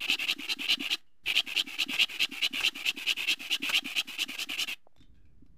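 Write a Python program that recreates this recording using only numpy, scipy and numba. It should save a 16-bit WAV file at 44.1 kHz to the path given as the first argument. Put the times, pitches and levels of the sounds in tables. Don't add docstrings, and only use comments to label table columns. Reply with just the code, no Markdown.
import sys
import numpy as np
from scipy import signal
from scipy.fft import rfft, irfft
from scipy.io import wavfile
from scipy.ndimage import uniform_filter1d
from numba import njit

SR = 44100
rng = np.random.default_rng(int(sys.argv[2]) if len(sys.argv) > 2 else 0)


def wrap_up_sound(samples):
    columns = np.atleast_2d(samples).T
    tamed = np.clip(columns, -1, 1)
    steps = np.round(tamed * 32767).astype(np.int16)
    wavfile.write(sys.argv[1], SR, steps)


N = 245637
TIME = np.arange(N) / SR
SAWING_ENDS_S = 4.745
DEPTH = np.minimum(TIME / SAWING_ENDS_S, 1) ** 1.8

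# (start [s], end [s], force level [dB])
PULLS = [(.071, .163, -25.5), (.265, .341, -26), (.477, 0.545, -28.5), (.676, 0.756, -22.5),
         (.891, .961, -27), (1.336, 1.417, -24.5), (1.545, 1.627, -26), (1.776, 1.848, -27.5),
         (1.977, 2.054, -22), (2.186, 2.263, -24), (2.410, 2.48, -25.5), (2.624, 2.7, -24.5),
         (2.840, 2.92, -27), (3.055, 3.14, -27), (3.263, 3.349, -24), (3.494, 3.573, -27),
         (3.721, 3.801, -23), (3.949, 4.023, -26), (4.176, 4.251, -29.5), (4.371, 4.453, -33.5),
         (4.569, 4.655, -27.5)]
# (start [s], force level [dB], thump level [dB])
PUSHES = [(0, -34.5, -50), (0.181, -30.5, -47), (0.381, -42, -33.5), (0.585, -34.5, -33.5),
          (0.793, -35, -28.5), (1.256, -27, -56.5), (1.461, -38, -41.5), (1.661, -44, -37),
          (1.882, -33, -30), (2.083, -41.5, -57), (2.309, -41.5, -35), (2.526, -32, -34), (2.745, -41, -39),
          (2.962, -40.5, -36.5), (3.163, -34, -48), (3.392, -42.5, -42), (3.619, -33, -30.5),
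          (3.843, -40, -32), (4.072, -44.5, -41.5), (4.28, -43, -36), (4.488, -36, -37.5),
          (4.672, -35.5, -48.5)]
# (frequency [Hz], relative level [dB])
PUSH_HISS = [(500, -4), (1000, 3.5), (2000, 5), (4000, 10), (5200, 5), (7300, 2.5), (8500, 0), (11000, -1),
             (12500, -1), (16000, -2)]


def saw_strokes(pulling, pushing):
    # (frequency [Hz], relative level [dB])
    pull_hiss = [(500, -24), (1000, -13), (2000, -5.5), (4000, 5.5), (5200, 5.5), (7300, 1.5), (8500, -3.5),
                 (11000, -5.5), (13000, -5), (16000, -12)]
    pull = sawing(pulling, pull_hiss, skew=.99, sooner=.1, glide=.17, echo_travel=-.22,
                  width_hz=680, blade_db=-2, swell=1.38, chatter_db=3, grab_db=1.5,
                  upper_hz=3706, upper_db=-8, bite_db=7, wood_db=-17.5, wood_swell=.44, rasp_lag=.62)
    push = sawing(pushing, PUSH_HISS, skew=1.35, sooner=.55, glide=-.0026, echo_travel=.087,
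                  width_hz=720, blade_db=-1.53, swell=.55, chatter_db=2, grab_db=-2,
                  upper_hz=3106, upper_db=-30, bite_db=1.9, wood_db=-14, wood_swell=.75, rasp_lag=.35)
    return pull + push


def sawing(controls, hiss_spectrum, skew, sooner, glide, echo_travel, width_hz, blade_db, swell,
           chatter_db, grab_db, upper_hz, upper_db, bite_db, wood_db, wood_swell, rasp_lag):
    progress, force, hz, effort_db = controls
    speed = np.maximum(np.sin(np.pi * progress ** np.maximum(skew - sooner * DEPTH, .5)), 0)
    catches = tip_echo(teeth(speed), progress, echo_travel)
    centre_hz = hz * (1 + glide * (progress - .5))
    blade = resonate(resonate(catches, centre_hz, width_hz), centre_hz, 1.83 * width_hz)
    blade = steadied(blade) * flicker(chatter_db, 180)
    blade *= from_db(blade_db + grab_db * (.5 - progress))
    upper = steadied(resonate(resonate(catches, upper_hz, 750), upper_hz, 1100))
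    upper *= from_db(upper_db - 12.5 * DEPTH)
    hiss = from_db(-9 + 3 * DEPTH) * colour(catches, hiss_spectrum)
    wood = from_db(wood_db - 3 * DEPTH) * wood_ring(catches)
    sunk = from_db(bite_db * (np.sin(np.pi * progress ** 1.5) - 1.26))
    rasp = speed ** swell * sunk * (upper + hiss) + speed ** wood_swell * wood
    return force * (speed ** swell * blade + from_db(-rasp_lag * effort_db) * rasp)


def teeth(speed, full_speed_teeth_per_s=1100, tear_s=.0018, fibre_strength=6.2):
    passed = np.cumsum(full_speed_teeth_per_s * (.3 + .7 * speed) * np.exp(.25 * drift(200))) / SR
    catches = np.diff(np.floor(passed), prepend=0)
    tearing = signal.lfilter([1], [1, -np.exp(-1 / (tear_s * SR))], catches) * rng.standard_normal(N)
    snaps = catches * rng.standard_normal(N)
    force = (rms_one(tearing) + .33 * rms_one(snaps)) * flicker(1.5, 450)
    force /= np.sqrt(uniform_filter1d(force ** 2, size=SR // 60) + 1e-6)
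    return fibre_strength * np.tanh(force / fibre_strength)


def tip_echo(force, progress, travel, delay_s=.001903, reflection=.42):
    delay = delay_s * (1 + travel * (progress - .5)) * np.exp(.1 * drift(3.28))
    return force + reflection * np.interp(TIME - delay, TIME, force)


def motion(strokes, blade_hz, hz_per_db, early_db, late_db, evening, pitch_scatter=.012):
    progress, force, effort_db = np.zeros((3, N))
    hz = np.full(N, float(blade_hz))
    usual_db = np.mean([db for start, end, db in strokes])
    for (start, end, db), chance in zip(strokes, rng.standard_normal(len(strokes))):
        now = (TIME > start) & (TIME < end)
        progress[now] = (TIME[now] - start) / (end - start)
        effort_db[now] = db - usual_db
        lean_db = np.interp(progress[now], [.2, .5, .8], [early_db, 0, late_db])
        force[now] = from_db(db + lean_db * (1 - evening * effort_db[now]))
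        hz[now] = (blade_hz + hz_per_db * effort_db[now]) * (1 + pitch_scatter * chance)
    return progress, force, hz, effort_db


def push_strokes(rest_s=.003):
    turns = [start - rest_s for start, end, db in PULLS] + [SAWING_ENDS_S]
    return [(start, turn, db) for (start, db, thump_db), turn in zip(PUSHES, turns)]


def blade_ring(drive, damping):
    # (frequency [Hz], gain [dB], 60 dB decay time [s])
    modes = [(1610, -1, .14), (3601, -5, .22), (4003, 0, .1), (2510, -12, .09), (2681, -11, .13),
             (2880, -12, .11), (3220, -12, .11), (4620, -5, .07), (4930, -1, .09), (5341, -3, .1),
             (5720, -6, .07), (6360, -8, .07), (7400, -2, .06), (11609, -8, .08)]
    return sum(from_db(db) * resonate(drive, hz, damping * np.log(1000) / (np.pi * t60))
               for hz, db, t60 in modes)


def wood_ring(drive):
    # (frequency [Hz], bandwidth [Hz], gain [dB])
    modes = [(311.6, 61.4, 8.5), (761, 170, 1), (1268, 260, 0), (1717, 380, 1)]
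    return rms_one(sum(from_db(db) * resonate(drive, hz, width) for hz, width, db in modes))


def splinters():
    # (time [s], level [dB], decay time [s])
    snags = [(1.935, -36.5, 0.027), (2.603, -36, 0.033), (3.693, -30, 0.009), (3.697, -36, 0.015),
             (4.35, -41.5, 0.0074)]
    # (frequency [Hz], relative level [dB])
    spectrum = [(150, -16), (700, -12.5), (1600, -7.5), (3000, -13), (6000, -17), (15000, -28)]
    crunch = rng.standard_normal(N) * flicker(1.3, 500)
    return colour(crunch, spectrum) * sum(burst(*snag) for snag in snags)


def thumps(pitch_hz=276.7, hz_per_db=.5, pitch_scatter=.03, rise_s=.005, t60=.043):
    # (time [s], level [dB])
    stray_thumps = [(.097, -33.5), (5.007, -52), (5.038, -61), (5.423, -49), (5.459, -57)]
    landings = [(start + .011, db) for start, force_db, db in PUSHES]
    edges = [(s - .028, db - 8.5) for s, db in landings[1:]]
    bumps = landings + edges + stray_thumps
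    t = TIME[:SR // 10]
    envelope = (1 - np.exp(-(t / rise_s) ** 2)) * from_db(-60 * t / t60)
    envelope /= envelope.max()
    out = np.zeros(N + SR)
    for (s, db), chance in zip(bumps, rng.standard_normal(len(bumps))):
        hz = (pitch_hz + hz_per_db * (db + 31)) * (1 + pitch_scatter * chance)
        start = max(int((s - rise_s / 2) * SR), 0)
        out[start:start + len(t)] += from_db(db) * envelope * np.sin(2 * np.pi * hz * t)
    return out[:N]


def taps(contact_s=.0001):
    # (time [s], relative level [dB])
    contacts = [(4.870, -40), (4.926, -61), (4.963, -53), (5.463, -65)]
    impulses = np.zeros(N)
    for s, db in contacts:
        impulses[int(s * SR)] += from_db(db)
    t = TIME[:SR // 20]
    pulse = t * np.exp(-t / contact_s)
    force = signal.fftconvolve(impulses, pulse / pulse.sum())[:N]
    return from_db(5.5) * resonate(ring(force, hz=660, t60=.0062), 690, 670)


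def blade_touches():
    # (time [s], relative level [dB], decay time [s], favoured frequency [Hz])
    touches = [(1.008, -51, .002, 2980), (1.065, -64, 0.072, 2850), (4.963, -47.5, 0.0012, 3460),
               (4.979, -54.5, 0.026, 3560), (5.004, -52, 0.036, 3580), (5.025, -53, 0.022, 3080),
               (5.143, -66, .045, 3230), (5.154, -64.5, 0.085, 1630), (5.165, -68, 0.047, 2500),
               (5.254, -63.5, 0.039, 2380), (5.462, -59, 0.0033, 1200)]
    noise = rng.standard_normal(N)
    ticks = noise * sum(burst(s, db, min(decay, .003)) for s, db, decay, hz in touches)
    slides, squeaks = np.zeros((2, N))
    for s, db, decay, hz in touches:
        slide = noise * burst(s, db, decay)
        slides += slide
        squeaks += resonate(resonate(slide, hz, 150), hz, 500)
    scrapes = resonate(resonate(ticks + from_db(-12) * slides, 1400, 2300), 1500, 4600)
    steel = blade_ring(squeaks + from_db(-3) * ticks, damping=.96)
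    return from_db(-1.5) * scrapes + from_db(4.5) * squeaks + from_db(8.5) * steel


def rubbing():
    # (start [s], end [s])
    runs = [(0, 0.985), (1.232, 4.74)]
    steel = held(runs, rise_s=.02, fade_s=.012) * colour(rng.standard_normal(N), PUSH_HISS)
    wood = held(runs, rise_s=.02, fade_s=.032) * wood_ring(rng.standard_normal(N))
    return from_db(-64.5) * steel + from_db(-67) * wood


def room(x, t60, level_db):
    t = TIME[:SR // 2]
    tail = rng.standard_normal(len(t)) * from_db(-60 * t / t60) * (t > .004)
    return from_db(level_db) * signal.fftconvolve(x, tail / np.sqrt(np.sum(tail ** 2)))[:N]


def background(push_force):
    # (start [s], end [s])
    handling = [(1.23, 1.3), (4.961, 5.6)]
    # (frequency [Hz], relative level [dB])
    rumble_spectrum = [(20, 4.5), (60, 0.5), (130, -5), (220, -10.5), (400, -23), (800, -38.5), (3000, -68)]
    hush_spectrum = [(20, -5), (130, -14), (300, -11.5), (600, -24.5), (1500, -23.5), (4000, -32),
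                     (16000, -42)]
    jolts = from_db(-44.5) * uniform_filter1d(push_force, size=SR // 12)
    jolts += from_db(-60.5) * held(handling, rise_s=.0049, fade_s=.05)
    hush = from_db(-79.5) * colour(rng.standard_normal(N), hush_spectrum)
    rumble = (jolts + from_db(-77)) * colour(rng.standard_normal(N), rumble_spectrum)
    return rumble + hush


def from_db(db):
    return 10 ** (np.asarray(db) / 20)


def rms_one(x):
    return x / np.sqrt(np.mean(x ** 2) + 1e-20)


def steadied(x):
    return x / np.sqrt(uniform_filter1d(x ** 2, size=SR // 70) + 1e-9)


def drift(hz):
    r = np.exp(-2 * np.pi * hz / SR)
    return rms_one(signal.lfilter([1], [1, -2 * r, r * r], rng.standard_normal(N + SR))[SR:])


def flicker(spread_db, hz):
    return from_db(spread_db * np.clip(drift(hz), -2, 2))


def colour(x, spectrum):
    hz, db = np.transpose(spectrum)
    bins = np.maximum(np.arange(N + 1) * SR / (2 * N), 1)
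    gain = from_db(np.interp(np.log(bins), np.log(hz), db))
    return rms_one(irfft(rfft(x, 2 * N) * gain)[:N])


def ring(x, hz, t60):
    r, w = from_db(-60 / (t60 * SR)), 2 * np.pi * hz / SR
    return signal.lfilter([0, np.sin(w)], [1, -2 * r * np.cos(w), r * r], x + 1e-18)


def resonate(x, hz, width_hz):
    return sweep(x, 2 * np.pi * hz / SR * np.ones(N), np.exp(-np.pi * width_hz / SR))


@njit
def sweep(x, angle, r):
    y = np.zeros(len(x))
    for i in range(2, len(x)):
        drive = (1 - r * r) / 2 * (x[i] - x[i - 2])
        y[i] = drive + 2 * r * np.cos(angle[i]) * y[i - 1] - r * r * y[i - 2]
    return y


def burst(s, db, decay_s):
    return from_db(db) * (TIME >= s) * np.exp(-np.maximum(TIME - s, 0) / decay_s)


def held(spans, rise_s, fade_s):
    return np.max([np.clip((TIME - start) / rise_s, 0, 1) * np.exp(-np.maximum(TIME - end, 0) / fade_s)
                   for start, end in spans], axis=0)


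def scene():
    pulling = motion(PULLS, blade_hz=2792, hz_per_db=8.5, early_db=.96, late_db=4, evening=.01)
    pushing = motion(push_strokes(), blade_hz=2554, hz_per_db=9, early_db=4.5, late_db=3, evening=.079)
    saw = saw_strokes(pulling, pushing) + rubbing() + splinters()
    pinched_steel = from_db(-1.5) * blade_ring(saw, damping=2.8)
    free_steel = from_db(-27.5) * blade_ring(saw, damping=1)
    direct = saw + pinched_steel + free_steel + blade_touches() + thumps() + taps()
    return (direct + room(direct, t60=.16, level_db=-26) + background(push_force=pushing[1]))[None]


def record(dry):
    low_pass = signal.ellip(12, .2, 80, 15450, fs=SR, output="sos")
    return signal.sosfilt(low_pass, dry) + .0024


dry = scene()
out = record(dry)
wrap_up_sound(out)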